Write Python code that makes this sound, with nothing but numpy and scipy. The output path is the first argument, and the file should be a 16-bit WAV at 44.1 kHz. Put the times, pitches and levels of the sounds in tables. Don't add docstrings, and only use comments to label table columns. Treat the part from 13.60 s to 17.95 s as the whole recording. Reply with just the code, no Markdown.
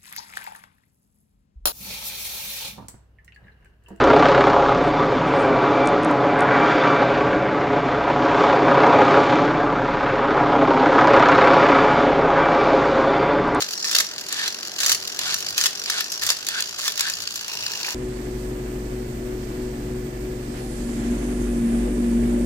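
import sys
import numpy as np
from scipy import signal
from scipy.fft import rfft, irfft, next_fast_len
from scipy.io import wavfile

SR = 44100
rng = np.random.default_rng(int(sys.argv[2]) if len(sys.argv) > 2 else 0)


def store_wav(level_fs):
    pcm = np.round(np.clip(np.atleast_2d(level_fs), -1, 1) * 32767)
    wavfile.write(sys.argv[1], SR, pcm.T.astype(np.int16))


N = 191658
T = np.arange(N) / SR
SIZE = next_fast_len(N + SR // 2, True)
HZ = np.maximum(np.arange(SIZE // 2 + 1) * SR / SIZE, 1)

# [t/s, turns per s]
SPIN = [(0.0, 48.3), (0.25, 40.2), (0.34, 58.6), (0.49, 42.7), (0.66, 36.8), (0.94, 48.4), (1.15, 44.4),
        (1.41, 39.3), (1.56, 44.2), (1.96, 51.3), (2.14, 45.5), (2.59, 53.6), (2.87, 49.0), (3.09, 58.2),
        (3.43, 54.3), (3.55, 59.6), (4.35, 51.4)]
# [t/s, relative level/dB, treble snap against the hit/dB]
CLACKS = [(0.0217, -15, -9), (0.2435, -17.5, -9), (0.312, -15.5, 2), (0.328, -18, -1), (0.3483, -8, -6),
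          (0.3517, -14, 8), (0.363, -10, 1), (0.3849, -10, 6), (0.401, -10.5, -3), (0.4044, -15, 5),
          (0.4097, -20, -4), (0.686, -27.5, 10.5), (0.725, -18.5, 8), (0.794, -22, -9), (0.836, -21, -11),
          (0.878, -16, -1), (1.188, -18.5, -2), (1.203, -18.5, 7), (1.232, -12.5, -2), (1.245, -17, -5),
          (1.262, -11, 6), (1.282, -20, 5), (1.294, -11, 7), (1.317, -11.5, 9), (1.325, -16.5, 12.5),
          (1.347, -20.5, 11.5), (1.59, -18, 6), (1.665, -22.5, -8), (1.706, -18.5, -8), (1.742, -15.5, 7),
          (1.979, -9.5, 3.5), (2.0115, -13, 2), (2.038, -11.5, 1), (2.0575, -9.5, 2), (2.0639, -11, 2.5),
          (2.299, -11.5, 1), (2.4064, -15.5, 4), (2.634, -16, 2), (2.665, -16.5, 7.5), (2.69, -11, 0),
          (2.702, -7.5, 1), (2.867, -19, 5), (2.886, -19, 11.5), (3.005, -18.5, 6.5), (3.279, -10, -2),
          (3.376, -21.5, 8), (3.394, -16, 6), (3.407, -14, 8.5), (3.498, -17, 3)]
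# [f/Hz, relative level per Hz/dB]
GEARS = [(150, -30.5), (450, -20.5), (650, -15), (900, -17.5), (1250, -7), (1750, -4.5), (2600, -7),
         (4200, -1.5), (6000, -2.5), (7300, -4), (8500, -14), (10500, -12), (16000, -17)]
# [f/Hz, relative level per Hz/dB]
SPINDLE = [(300, -42.5), (1000, -14), (1650, -5.5), (2100, -13.5), (2800, -1.5), (3600, -5), (4800, 1.5),
           (5300, -6.5), (6000, -2.5), (7200, -4.5), (8400, -18.5), (11500, -13.5), (16000, -22.5)]
# [f/Hz, width/Hz, relative level/dB]
LOWER_MODES = [(4280, 80, 0), (4890, 104, 8), (4960, 160, -24)]


def from_db(db):
    return 10 ** (np.asarray(db) / 20)


def rms_one(x):
    return x / np.sqrt(np.mean(x ** 2) + 1e-20)


def in_time(rows, axis=1):
    rows = np.array(rows)
    return np.interp(T, rows[:, 0], rows[:, axis])


def over_hz(points):
    hz, value = np.transpose(points)
    return np.interp(np.log(HZ), np.log(hz), value)


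def drift(rate):
    return rms_one(np.interp(T * rate, np.arange(N), rng.standard_normal(N)))


def hiss():
    # [f/Hz, correlation]
    likeness = [(40, 0.15), (130, 0.48), (350, 0.87), (1600, 0.95), (3000, 0.82), (4500, 0.11),
                (6000, 0.028), (15000, 0.098)]
    port_lag_s = 0.00014
    alike = np.clip(over_hz(likeness), 0, .98)
    mid, side = rfft(rng.standard_normal((2, SIZE))) * np.sqrt([1 + alike, 1 - alike])
    left = mid + side
    right = (mid - side) * np.exp(-2j * np.pi * HZ * port_lag_s)
    return rms_one(irfft([left, right], SIZE)[:, :N])


def colour(x, spectrum):
    cepstrum = irfft(np.log(rms_one(from_db(over_hz(spectrum)))), SIZE)
    cepstrum[1:SIZE // 2] *= 2
    cepstrum[SIZE // 2 + 1:] = 0
    return irfft(rfft(x, SIZE) * np.exp(rfft(cepstrum)), SIZE)[..., :N]


def resonate(x, hz, width_hz):
    r = np.exp(-np.pi * width_hz / SR)
    gain = np.sqrt((1 - r * r) / 2)
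    feedback = [1, -2 * r * np.cos(2 * np.pi * hz / SR), r * r]
    return signal.lfilter(gain * np.array([1, 0, -1]), feedback, x + 1e-18)


def edge(x, hz, kind):
    return signal.sosfilt(signal.butter(1, min(hz, SR / 3), kind, fs=SR, output="sos"), x + 1e-18)


def blow(s, decay_s, rise_s=0.00033):
    age = np.maximum(T - s, 0)
    return (1 - np.exp(-age / rise_s)) * np.exp(-np.minimum(age / decay_s, 50))


def bump(centre_s, width_s):
    return np.exp(-np.minimum(((T - centre_s) / width_s) ** 2, 50))


def stroke(start, end, attack_s, release_s, swell_db):
    travel = np.clip((T - start) / (end - start), 0, 1)
    attack = np.clip((T - start) / attack_s, 0, 1)
    release = np.exp(-np.clip((T - end) / release_s, 0, 50))
    return attack * release * from_db(swell_db * (travel - .5))


def chatter(rate, spread_db, decay_s):
    touches = np.diff(np.floor(np.cumsum(rate) / SR), prepend=0)
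    sizes = from_db(spread_db * np.clip(rng.standard_normal(N), -2, 1.5))
    return rms_one(signal.lfilter([1], [1, -np.exp(-1 / (decay_s * SR))], touches * sizes))


def sing(friction, modes, waver_db=3):
    tones = 0
    for hz, width, db in modes:
        tones = tones + from_db(db + waver_db * drift(23.07)) * resonate(friction, hz, width)
    return rms_one(tones)


def top(rattle_db=-2, lower_db=-2, loose_db=-5):
    # [t/s, relative rattle level/dB, relative singing level/dB]
    shake = [(0.0, -26, -45), (0.25, -38, -28.5), (0.55, -32, -40), (1.5, -32.5, -39.5), (1.82, -29, -37.5),
             (2.15, -31, -42), (2.5, -34, -36.5), (2.85, -32.5, -44), (3.3, -33, -39), (3.75, -32, -43.5),
             (4.35, -32, -39)]
    # [f/Hz, width/Hz, relative level/dB]
    upper_modes = [(5670, 120, 9), (6160, 140, -13), (6755, 40, -2)]
    turns = in_time(SPIN)
    once = chatter(turns, spread_db=1.9, decay_s=.0038)
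    once = rms_one(edge(once, 150, "low"))
    loose_rate = turns * 4.3 * from_db(2.5 * drift(150))
    loose = chatter(loose_rate, spread_db=7, decay_s=.0009)
    force = rms_one(np.sqrt(once ** 2 + (from_db(loose_db) * loose) ** 2 + .32 ** 2))
    grain = hiss()
    grain = grain + edge(grain, 9400, "high") * (from_db(4.2 * drift(50)) - 1)
    rattle = from_db(in_time(shake) + rattle_db) * colour(grain * force, SPINDLE)
    lower = from_db(lower_db) * sing(hiss() * force, LOWER_MODES)
    upper = sing(hiss() * force, upper_modes)
    return rattle + from_db(in_time(shake, axis=2)) * (lower + upper)


def ticks(level_db=4, ring_db=-10):
    # [t/s, relative level/dB]
    jumps = [(0.0883, -24.5), (0.135, -21.5), (0.198, -31), (0.581, -22.5), (0.5885, -37), (0.945, -25),
             (1.03, -29), (1.864, -22.5), (1.885, -24.5), (2.259, -23), (3.023, -16), (3.537, -22),
             (3.674, -19.5), (4.064, -18), (4.135, -25), (4.231, -22.5), (4.263, -21.5)]
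    force = sum(from_db(db + level_db) * blow(s, decay_s=.0017, rise_s=.0006) for s, db in jumps)
    strike = hiss() * force
    ring = sum(from_db(db + ring_db) * resonate(strike, hz, width) for hz, width, db in LOWER_MODES)
    return colour(strike, SPINDLE) + ring


def pulls(level_db=-2, teeth_per_s=230):
    # [start t/s, end t/s, relative level/dB]
    moves = [(-0.1, 0.024, -19), (0.25, 0.412, -27), (1.195, 1.332, -21), (1.967, 2.06, -23.5),
             (2.612, 2.722, -24), (3.181, 3.305, -25)]
    effort = 0
    for start, end, db in moves:
        effort = effort + from_db(db) * stroke(start, end, attack_s=.008, release_s=.0065, swell_db=1.5)
    teeth = chatter(teeth_per_s * from_db(3 * drift(120)), spread_db=3, decay_s=.0024)
    return colour(hiss() * teeth * effort, GEARS) * from_db(level_db)


def clacks(level_db=7.0, snap_hz=8000, ring_db=-7, ring_s=0.007, rebound_s=0.0024, rebound_db=-5):
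    force = snap = 0
    lags = rng.uniform(.5, 1.5, len(CLACKS))
    for (s, db, snap_db), lag in zip(CLACKS, lags):
        first = blow(s, decay_s=.0015, rise_s=.0009)
        again = blow(s + rebound_s * lag, decay_s=.0015, rise_s=.0009)
        hit = from_db(db + level_db) * np.hypot(first, from_db(rebound_db) * again)
        force = force + hit
        snap = snap + hit * from_db(snap_db)
    grain = hiss()
    highs = edge(grain, snap_hz, "high")
    crack = force * (grain - highs) + snap * highs
    return colour(crack + from_db(ring_db) * panel_rings(ring_s), GEARS)


def panel_rings(decay_s, count=32):
    out, age = np.zeros((2, N)), T[:SR // 20]
    swell = (1 - np.exp(-age / .0015)) * np.exp(-age / decay_s)
    draws = rng.random((len(CLACKS), 4, count, 1))
    for (s, db, _), (place, size, phase, skew) in zip(CLACKS, draws):
        hz = 2500 + 12000 * place ** 1.4
        modes = size ** 2 * np.exp(2j * np.pi * (hz * age + phase))
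        left = modes.sum(axis=0)
        right = (modes * np.exp(2j * np.pi * skew)).sum(axis=0)
        start = round(s * SR)
        out[:, start:start + len(age)] += from_db(db) * rms_one(np.real([left, right])) * swell
    return out


def returns(buzz_db=3, teeth_per_s=300):
    # [start t/s, end t/s, relative buzz level/dB, ring level/dB,
    # ring pitch at its loudest f/Hz, glide Hz per s]
    moves = [(0.699, 0.876, -33, -36, 1715, 500), (1.586, 1.738, -31.5, -34, 1480, -300),
             (2.258, 2.41, -31, -29, 1534, -1500), (2.865, 3.001, -34, -29, 1533, 1303),
             (3.375, 3.495, -33, -30, 1614, 300)]
    # [f/Hz, relative level per Hz/dB]
    ratchet = [(200, -23), (550, -56), (700, -9), (950, -12), (1350, -6.5), (2100, -4.5), (3300, -0.5),
               (4600, 0), (6000, -7), (7300, -7), (8500, -16.5), (11000, -16), (16000, -35)]
    ring_place, ring_width = 0.71, 0.26
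    teeth = chatter(teeth_per_s * from_db(1.2 * drift(60)), spread_db=2.6, decay_s=.0022)
    buzz = hollow = ring_hz = 0
    for start, end, db, hollow_db, hz, glide in moves:
        buzz = buzz + from_db(db) * stroke(start, end, attack_s=.0083, release_s=.011, swell_db=6.5)
        peak_s = start + ring_place * (end - start)
        hollow = hollow + from_db(hollow_db) * bump(peak_s, ring_width * (end - start))
        ring_hz = np.where(T > start, hz + glide * (np.minimum(T, end) - peak_s), ring_hz)
    turn = np.exp(2j * np.pi * np.cumsum(ring_hz) / SR)
    narrow = signal.butter(2, 105, fs=SR, output="sos")
    ring = rms_one(np.real(turn * signal.sosfilt(narrow, hiss() * teeth / turn)))
    return from_db(buzz_db) * colour(hiss() * teeth * buzz, ratchet) + hollow * ring


def rub(start_s=3.73, rise_s=0.28, level_db=-33.5):
    # [f/Hz, relative level per Hz/dB]
    seat = [(300, -18), (650, -8), (950, 2), (1250, -10), (1650, -10), (2200, -5), (2750, 11), (3300, -8),
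            (4300, 3), (4900, -3), (5400, 7), (7000, -6), (9000, -13), (16000, -9)]
    rate = in_time(SPIN) * 3.2 * from_db(2.5 * drift(100))
    scrape = chatter(rate, spread_db=4.5, decay_s=.0028)
    pressure = np.clip((T - start_s) / rise_s, 0, 1)
    return from_db(level_db) * pressure * colour(hiss() * scrape, seat)


def knocks(level_db=-2, decay_s=0.0053, width_hz=340):
    # [t/s, relative level/dB, pitch f/Hz]
    hits = [(2.702, -24, 725), (2.702, -35.5, 130), (3.88, -29, 1640), (4.244, -19, 2250),
            (4.282, -25, 940), (4.283, -23, 1770)]
    grain = hiss()
    return sum(from_db(db + level_db) * resonate(grain * blow(s, decay_s), hz, width_hz) for s, db, hz in hits)


def shell(x):
    # [f/Hz, width/Hz, middle level/dB]
    modes = [(1060, 130, -10), (1295, 24, -18), (1771, 66, -0.5), (2135, 24, -15.5), (3430, 69, -6.5),
             (4210, 40, -11), (4540, 120, -3), (5930, 62, -1.5), (6820, 110, -3), (7590, 140, -12),
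             (10170, 65, -2), (10350, 70, -9.5)]
    out = x
    for hz, width, db in modes:
        out = out + signal.lfilter(*signal.iirpeak(hz, hz / width, fs=SR), x * from_db(db + 4 * drift(25)))
    return out


def room(x, t60=0.3, wet_db=-11, first_s=0.00473):
    age = T[:SR // 2]
    tail = rng.standard_normal((2, len(age))) * from_db(-60 * age / t60) * (age > first_s)
    tail = edge(rms_one(tail), 18000, "low") / np.sqrt(len(age))
    return x + from_db(wet_db) * signal.fftconvolve(x, tail, axes=1)[:, :N]


def hands(hold_db=-62):
    # [t/s, length/s, added rumble level/dB]
    shifts = [(1.332, 0.096, -55), (1.695, 0.1, -58), (1.92, 0.13, -57), (2.663, 0.04, -50),
              (3.61, 0.086, -56), (4.054, 0.099, -55)]
    # [f/Hz, relative level per Hz/dB]
    rumble = [(25, -36), (55, -3), (100, 3.5), (160, -1), (300, -27.5), (2000, -64)]
    grip = from_db(hold_db) + sum(from_db(db) * bump(s, length_s) for s, length_s, db in shifts)
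    return grip * colour(hiss(), rumble)


def still_air():
    # [t/s, level/dB]
    level = [(0, -44.5), (1.2, -44), (2.3, -45), (3.2, -48.5), (3.8, -49), (4.35, -44)]
    # [f/Hz, relative level per Hz/dB]
    air = [(25, -21), (55, -31), (100, -13.5), (180, -4), (260, -4), (400, 1), (520, -4.5), (700, -3),
           (1000, -7), (2000, -4), (6000, -47), (16000, -55)]
    return from_db(in_time(level)) * colour(hiss(), air)


def hum(waver_db=3):
    # [middle f/Hz, middle level/dB]
    tones = [(199.7, -64.5), (399.9, -68.5), (599.9, -62.5)]
    wobbly_time = T + .0005 * drift(11)
    out = 0
    for hz, db in tones:
        tone = np.sqrt(2) * np.sin(2 * np.pi * hz * wobbly_time)
        out = out + from_db(db + waver_db * drift(14)) * tone
    return out


def scene():
    launcher = shell(ticks() + pulls() + clacks() + returns())
    toy = room(launcher + top() + rub() + knocks())
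    toy = toy + edge(toy, 15400, "high") * np.array([[.25], [-.25]])
    return toy + still_air() + hum() + hands()


def record(dry):
    rounded = .9 * np.tanh(dry / .9)
    treble_cut = signal.ellip(10, .1, 80, 15800, fs=SR, output="sos")
    return signal.sosfilt(treble_cut, rounded)


dry = scene()
out = record(dry)
store_wav(out)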